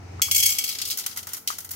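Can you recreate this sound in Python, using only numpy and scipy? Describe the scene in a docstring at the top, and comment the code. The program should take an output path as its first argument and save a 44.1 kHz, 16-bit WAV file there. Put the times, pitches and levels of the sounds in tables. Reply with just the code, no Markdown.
"""First a low, wavering kitchen hum and a dull tock, then hard popcorn kernels pour into a steel pot.
The first kernels ring the bare bottom; the growing heap damps it until kernels mostly click on kernels.
Then the plastic packet crackles as it is shaken and tipped back, its creases snapping.
Each hit is a short burst of shaped noise; the pot's ring is a set of fading pure tones."""
import sys
import numpy as np
from scipy import signal
from scipy.fft import rfft, irfft, next_fast_len
from scipy.io import wavfile

SR = 44100
rng = np.random.default_rng(int(sys.argv[2]) if len(sys.argv) > 2 else 0)


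def master_out(mix):
    """Clip the mix to full scale and print it as 16-bit PCM to the path in sys.argv[1]."""
    frames = np.transpose(np.atleast_2d(mix))
    ceiling = np.clip(frames, -1, 1)
    pcm = np.round(ceiling * 32767).astype(np.int16)
    wavfile.write(sys.argv[1], SR, pcm)


N = 77175
TIME_S = np.arange(N) / SR
HIT_TIME_S = np.arange(SR // 3) / SR  # the clock of one hit
TOP_HZ = 15900


def amp(db):
    """Turn decibels into a gain."""
    return 10 ** (np.asarray(db) / 20)


def unit(x):
    """Scale to an average (rms) level of 1."""
    return x / np.sqrt(np.mean(x ** 2) + 1e-20)


def along(points, hz):
    """Read between a table's rows on a log frequency axis."""
    row_hz, values = np.transpose(points)
    return np.interp(np.log(hz + 1), np.log(row_hz + 1), values)


def swell(rows):
    """A gain that glides through rows of time_s, level_db."""
    return amp(np.interp(TIME_S, *np.transpose(rows)))


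def fade(seconds):
    """Die away by 60 dB in this time."""
    return amp(-60 * HIT_TIME_S / seconds)


def add(out, start_s, sound):
    """Mix a stereo sound in."""
    i = round(start_s * SR)
    out[:, i:i + sound.shape[1]] += sound[:, :max(N - i, 0)]


def filtered(x, response):
    """Multiply each frequency by response(hz)."""
    size = next_fast_len(x.shape[-1] + 4096)
    hz = np.fft.rfftfreq(size, 1 / SR)
    return irfft(rfft(x, size) * response(hz), size)[..., :x.shape[-1]]


def coloured(x, colour_db):
    """Shape the tone by colour_db(hz), with a filter of energy 1."""
    size = 2048
    gains = np.maximum(amp(colour_db(np.fft.rfftfreq(size, 1 / SR))), 1e-5)
    cepstrum = irfft(np.log(gains))
    # make the filter ring after a hit, never before
    cepstrum[1:size // 2] *= 2
    cepstrum[size // 2 + 1:] = 0
    impulse = irfft(np.exp(rfft(cepstrum)))
    return signal.fftconvolve(x, impulse[None] / np.linalg.norm(impulse), axes=1)[:, :x.shape[1]]


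def tilted(points, tilt, hz):
    """Make a tone brighter (tilt above 0) or duller, in dB per octave."""
    return along(points, hz) + tilt * np.log2(np.clip(hz, 1000, TOP_HZ))


def from_left(x, lead_s=0.000306):
    """Make a sound stereo, reaching the left side first."""
    return filtered(x, lambda hz: np.exp(1j * np.pi * hz * lead_s * np.array([[1], [-1]])))


def contact(spike_db, click_s, echo_db, near_db, near_s, room_db, echo_s=0.0042, room_s=0.39):
    """A click, its echo off a hard surface, a short ring nearby and the kitchen's tail."""
    noise = rng.standard_normal((7, len(HIT_TIME_S)))
    shape = fade(click_s) + amp(spike_db) * fade(0.00067)
    click = from_left(noise[0] * shape)
    echo = amp(echo_db) * np.roll(noise[1:3] * shape, round(echo_s * SR), axis=1)
    near = amp(near_db) * noise[3:5] * fade(near_s) * (1 - fade(0.0063))
    room = amp(room_db) * noise[5:] * fade(room_s) * (1 - fade(0.023))
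    return click + echo + near + room


def patter(per_second, spread_db, room_db):
    """A random stream of tiny clicks."""
    sizes = amp(spread_db * np.clip(rng.standard_normal(N), -2, 2)) * rng.choice([-1, 1], N)
    hits = sizes * (rng.random(N) < per_second / SR)
    click = contact(spike_db=-6, click_s=.003, echo_db=-6, near_db=-15, near_s=.035, room_db=room_db)
    return unit(signal.fftconvolve(hits[None], click, axes=1)[:, :N])


# Levels in all tables are relative: 6 dB more is about twice as strong.
HUM_TONES = [(73, -7.5), (90, 4), (113, -4.5), (137, -16), (165, -11.5)]  # the hum's notes: pitch_hz, level_db
HUM_SWELL = [(0.0, -43), (0.18, -37.5), (0.218, -41.5), (0.238, -67), (0.276, -44.5), (0.466, -47.5),
             (0.642, -66), (0.876, -54), (1.018, -73), (1.032, -63), (1.272, -52.5), (1.388, -71),
             (1.398, -73.5), (1.75, -49)]  # its rise and fall: time_s, level_db
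# Faint steady tones of the room and the pot's low ring: pitch_hz, level_db
STEADY_TONES = [(274.5, -71), (457.6, -71.5), (915.2, -76), (1324, -68), (1448, -71)]
ROOM_COLOUR = [(25, -19), (60, -8), (110, -6), (250, -2.5), (420, -5), (550, -10.5), (780, -5.5),
               (1500, -18), (2300, -14.5), (3400, -27), (5800, -21), (8500, -33), (12000, -40)]  # the room noise's tone: frequency_hz, level_db
ROOM_SWELL = [(0, -48.5), (.19, -45), (.26, -51.5), (1.2, -54), (1.42, -56), (1.75, -56)]  # its rise and fall: time_s, level_db
ROOM_LIKENESS = [(60, 0.19), (120, 0.93), (270, .55), (500, 0), (16000, 0)]  # how alike left and right are: frequency_hz, likeness_0_to_1
def kitchen():
    """A low hum that swells and sinks, faint steady tones of room and pot, and dull room noise."""
    def tones(rows):
        return sum(amp(db) * np.sqrt(2) * np.sin(2 * np.pi * (hz * TIME_S + rng.random()))
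                   for hz, db in rows)

    def room_tone(hz):
        width = np.arccos(along(ROOM_LIKENESS, hz)) / 2
        return amp(along(ROOM_COLOUR, hz)) * [np.cos(width), np.sin(width)]

    mid, side = filtered(rng.standard_normal((2, N)), room_tone)
    room_noise = unit(np.array([mid + side, mid - side])) * swell(ROOM_SWELL)
    hum = unit(tones(HUM_TONES)) * swell(HUM_SWELL)
    return hum + tones(STEADY_TONES) + room_noise


DULL_TOCKS = [(0.196, -36, 1265), (0.285, -37.5, 1170), (1.503, -28, 1205)]  # hollow knocks: start_s, level_db, pitch_hz
def tocks():
    """Short hollow knocks, as when the packet's wall buckles."""
    out = np.zeros((2, N))
    for start_s, level_db, pitch_hz in DULL_TOCKS:
        knock = from_left(np.sin(2 * np.pi * pitch_hz * HIT_TIME_S) * fade(0.016) * (1 - fade(0.0026)))
        tail = rng.standard_normal((2, len(HIT_TIME_S))) * fade(0.084) * (1 - fade(0.046))
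        tail = coloured(tail, lambda hz: -24 * np.abs(np.log2((hz + 1) / pitch_hz)))
        add(out, start_s, amp(level_db + 13.5) * (knock + amp(-18) * tail))
    return out


def pot_ripple(spacing_hz=90, depth_db=3):
    """The pot's many weak resonances, the same for every kernel: frequency_hz, level_db."""
    hz = np.arange(1000, TOP_HZ, spacing_hz)
    return np.column_stack([hz, depth_db * np.clip(rng.standard_normal(len(hz)), -2, 2)])


POT_NOTES = [(2240, 45, -5), (3310, 49, 0), (4470, 44, -3), (5560, 87, -6), (6170, 140, -3),
             (6560, 120, -2), (7590, 140, -1), (9140, 41, -8), (10700, 78, -9), (11600, 75, -6),
             (13100, 110, -5), (13800, 63, -5), (14700, 39, -4), (15300, 59, -3)]  # the bottom's ringing notes: pitch_hz, spread_hz, level_db
def pot_ring():
    """The steel bottom rings; strength and tuning vary with where the kernel lands."""
    lowest_hz, lowest_spread_hz, _ = POT_NOTES[0]
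    out = 0
    for pitch_hz, spread_hz, level_db in POT_NOTES:
        detune, strength = rng.standard_normal(2)
        phase = rng.uniform(0, 2 * np.pi) + rng.normal(0, 1.0, (2, 1))
        ring_s = 0.25 * (pitch_hz / lowest_hz) ** -0.45  # higher notes die sooner
        gain = np.sqrt(spread_hz / lowest_spread_hz) * amp(level_db + 1.2 * strength)
        hz = pitch_hz + 0.307 * spread_hz * detune
        out = out + gain * fade(ring_s) * np.sin(2 * np.pi * hz * HIT_TIME_S + phase)
    return from_left(out)


STEEL_LANDINGS = [(0.2184, -3, -1.5), (0.3124, -4.5, -1.5), (0.3477, -5.5, 1), (0.3611, -3.5, -0.5),
                  (0.3804, -6, 1), (0.3914, -18, -3), (0.4014, -7, -1), (0.4264, -7.5, -3.5),
                  (0.4324, -5.5, -1), (0.4564, -6.5, 2), (0.4614, -3, 0.5), (0.4734, -42, 3),
                  (0.4914, -10, -1), (0.5034, -9, 1.5), (0.5224, -13.5, -1.5), (0.5851, -7.5, -1.5),
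                  (0.6394, -10, -1), (0.6769, -17.5, -2), (0.6888, -12, -1.5)]  # kernels hitting steel: start_s, level_db, tilt_db_per_octave
STEEL_COLOUR = [(530, -51), (900, -43), (1000, -39.5), (1790, -23.5), (2190, -4.5), (2730, -13), (3260, -4),
                (3680, -18), (4410, -6.5), (4860, -8), (6410, -2), (7060, -12), (7770, 0.5), (8350, -18),
                (8980, -6.5), (11000, -6), (12000, -3), (15200, -4.5), (16000, -6)]  # their tone: frequency_hz, level_db
def kernels_on_steel(ripple, cover_start_s=0.52, muting_db_per_s=26):
    """Each kernel cracks on the bottom and rings it, less as the heap covers it."""
    out = np.zeros((2, N))
    for start_s, level_db, tilt in STEEL_LANDINGS:
        crack = contact(spike_db=4, click_s=0.023, echo_db=-2, near_db=-1, near_s=0.072, room_db=-9)
        crack = coloured(crack, lambda hz: tilted(STEEL_COLOUR, tilt, hz) + along(ripple, hz))
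        muting_db = muting_db_per_s * max(start_s - cover_start_s, 0)
        ring = amp(-13 - muting_db) * pot_ring()
        add(out, start_s, amp(level_db - 10) * (crack + ring))
    return out


def pot_wall(start_s=0.5, pitch_hz=1216, ring_s=2.1):
    """The pot's wall sings on quietly after the heaviest hits."""
    age_s = np.maximum(TIME_S - start_s, 0)
    return from_left(amp(-51 - 60 * age_s / ring_s) * np.sin(2 * np.pi * pitch_hz * age_s))


def kernel_tick(typical_hz=5400, scatter_octaves=0.4):
    """Each kernel ticks briefly at its own pitch."""
    pitch_hz = typical_hz * 2 ** (scatter_octaves * rng.standard_normal())
    return amp(-8) * from_left(np.sin(2 * np.pi * pitch_hz * HIT_TIME_S) * fade(0.027))


HEAP_LANDINGS = [(0.7245, -21.5, 2.5), (0.7513, -22, -0.5), (0.7858, -18.5, 1), (0.8002, -25, -3.5),
                 (0.8162, -14, 2), (0.853, -17.5, 5), (0.8744, -21, 8), (0.8837, -20, 11),
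                 (0.9043, -14, 9.5), (0.912, -17, 2.5), (0.9231, -22, 4), (1.112, -30, -0.5)]  # kernels hitting the heap: start_s, level_db, tilt_db_per_octave
HEAP_COLOUR = [(530, -47), (900, -29), (1080, -22), (1310, -7), (1550, -15), (2170, -2.5), (2470, -5),
               (3230, -1.5), (4860, 1), (8450, -6.5), (15100, -10.5), (16000, -12.5)]  # their tone: frequency_hz, level_db
TRICKLE_SWELL = [(.31, -100), (.36, -50), (.48, -38), (.56, -40.5), (.67, -37), (.72, -36), (.77, -53),
                 (.85, -41.5), (.92, -32), (.97, -48), (1.1, -42), (1.2, -100)]  # small hits between the loud ones: time_s, level_db
def kernels_on_heap(ripple):
    """Dry clicks of kernel on kernel barely ring the pot; smaller ones trickle through the pour."""
    out = np.zeros((2, N))
    for start_s, level_db, tilt in HEAP_LANDINGS:
        click = contact(spike_db=3, click_s=0.013, echo_db=-3, near_db=2, near_s=0.068, room_db=-11)
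        click = coloured(click, lambda hz: tilted(HEAP_COLOUR, tilt, hz) + along(ripple, hz))
        add(out, start_s, amp(level_db - 8.5) * (click + kernel_tick() + amp(-19) * pot_ring()))
    trickle = patter(per_second=200, spread_db=3.5, room_db=-22) * swell(TRICKLE_SWELL)
    return out + coloured(trickle, lambda hz: along(HEAP_COLOUR, hz) + along(ripple, hz))


# Creases snapping: start_s, level_db, tilt_db_per_octave, hollow_db, fade_s
CREASE_SNAPS = [(0.9733, -13.5, 4.5, 1.5, 0.014), (0.9847, -17, 2, -16, 0.023),
                (0.997, -18, 1.5, -10, 0.015), (1.007, -24.5, -0.5, -11, 0.023),
                (1.04, -23, -3, -5.5, 0.0079), (1.0627, -8.5, 2, 3.5, 0.012),
                (1.1279, -29.5, -3, -9, 0.012), (1.1614, -23.5, 1, 3.5, 0.021),
                (1.1728, -16.5, 2, 5, 0.027), (1.1899, -23, -1, -7, 0.014), (1.2295, -25, -0.5, -3, 0.013),
                (1.27, -21.5, 2, 13, 0.021), (1.2899, -28.5, 1.5, 4, 0.022), (1.318, -34, -7, -3, 0.0091),
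                (1.3339, -13, 5.5, 9.5, 0.014), (1.345, -21.5, 2, 6, 0.018), (1.3687, -23, 3, 12.5, 0.015),
                (1.3776, -28, 5, 9, 0.022), (1.4751, -7.5, -3, -23, 0.0096),
                (1.4834, -14.5, -1.5, -18, 0.013), (1.5271, -29, -5.5, -5, 0.01),
                (1.585, -14, 4.5, 12.5, 0.0089), (1.6047, -23.5, 4, 7, 0.012), (1.6464, -23.5, 5, 12, 0.02),
                (1.651, -34, 2, 9, 0.0074), (1.6913, -25, 2, 2, 0.011), (1.7083, -18, 6, 17, 0.011),
                (1.713, -12.5, 8, 15, 0.011), (1.728, -30, 1, 1, 0.011), (1.7354, -25.5, 0, 5.5, 0.011)]
PLASTIC_COLOUR = [(350, -34), (600, -9.5), (1210, -4.5), (1390, 1), (1780, -7.5), (1980, 3), (2440, -7.5),
                  (3160, 1), (3480, -3.5), (5950, 3.5), (8390, -2), (12700, 1), (16000, -4)]  # the plastic's tone: frequency_hz, level_db
RUSTLE_SWELL = [(.9, -100), (.99, -29.5), (1.04, -55), (1.15, -66), (1.19, -46), (1.22, -57), (1.26, -57),
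                (1.29, -41), (1.38, -44.5), (1.41, -77), (1.47, -52.5), (1.51, -32.5), (1.56, -47),
                (1.7, -64), (1.74, -42)]  # fine crinkles: time_s, level_db
def packet(hollow_hz=1330, hollow_octaves=0.69):
    """Creases snap and sound the packet's hollow; finer crinkles fill the gaps."""
    out = np.zeros((2, N))
    hollow = lambda hz: np.exp(-(np.log2(np.maximum(hz / hollow_hz, 1)) / hollow_octaves) ** 2)
    for start_s, level_db, tilt, hollow_db, fade_s in CREASE_SNAPS:
        snap = contact(spike_db=2, click_s=fade_s, echo_db=-5.5,
                       near_db=-1.5, near_s=4.16 * fade_s, room_db=-16.5)
        snap = coloured(snap, lambda hz: tilted(PLASTIC_COLOUR, tilt, hz) + hollow_db * hollow(hz))
        add(out, start_s, amp(level_db - 7.5) * snap)
    rustle = patter(per_second=390, spread_db=3, room_db=-18) * swell(RUSTLE_SWELL)
    return out + coloured(rustle, lambda hz: along(PLASTIC_COLOUR, hz))


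LEFT_LEAN = [(100, -.5), (380, 5.5), (700, -2), (1300, 4), (2400, 4), (4400, 5.5), (8100, 0.5), (15000, 1)]  # stereo balance: frequency_hz, left_minus_right_db
def scene():
    """Everything together, a little to the left."""
    ripple = pot_ripple()
    pour = kernels_on_steel(ripple) + pot_wall() + kernels_on_heap(ripple)
    mix = pour + packet() + tocks() + kitchen()
    return filtered(mix, lambda hz: amp(along(LEFT_LEAN, hz) * np.array([[.5], [-.5]])))


def record(dry):
    """Cut off the very highest treble."""
    return filtered(dry, lambda hz: np.clip((TOP_HZ - hz) / 400 + .5, 0, 1))


dry = scene()
out = record(dry)
master_out(out)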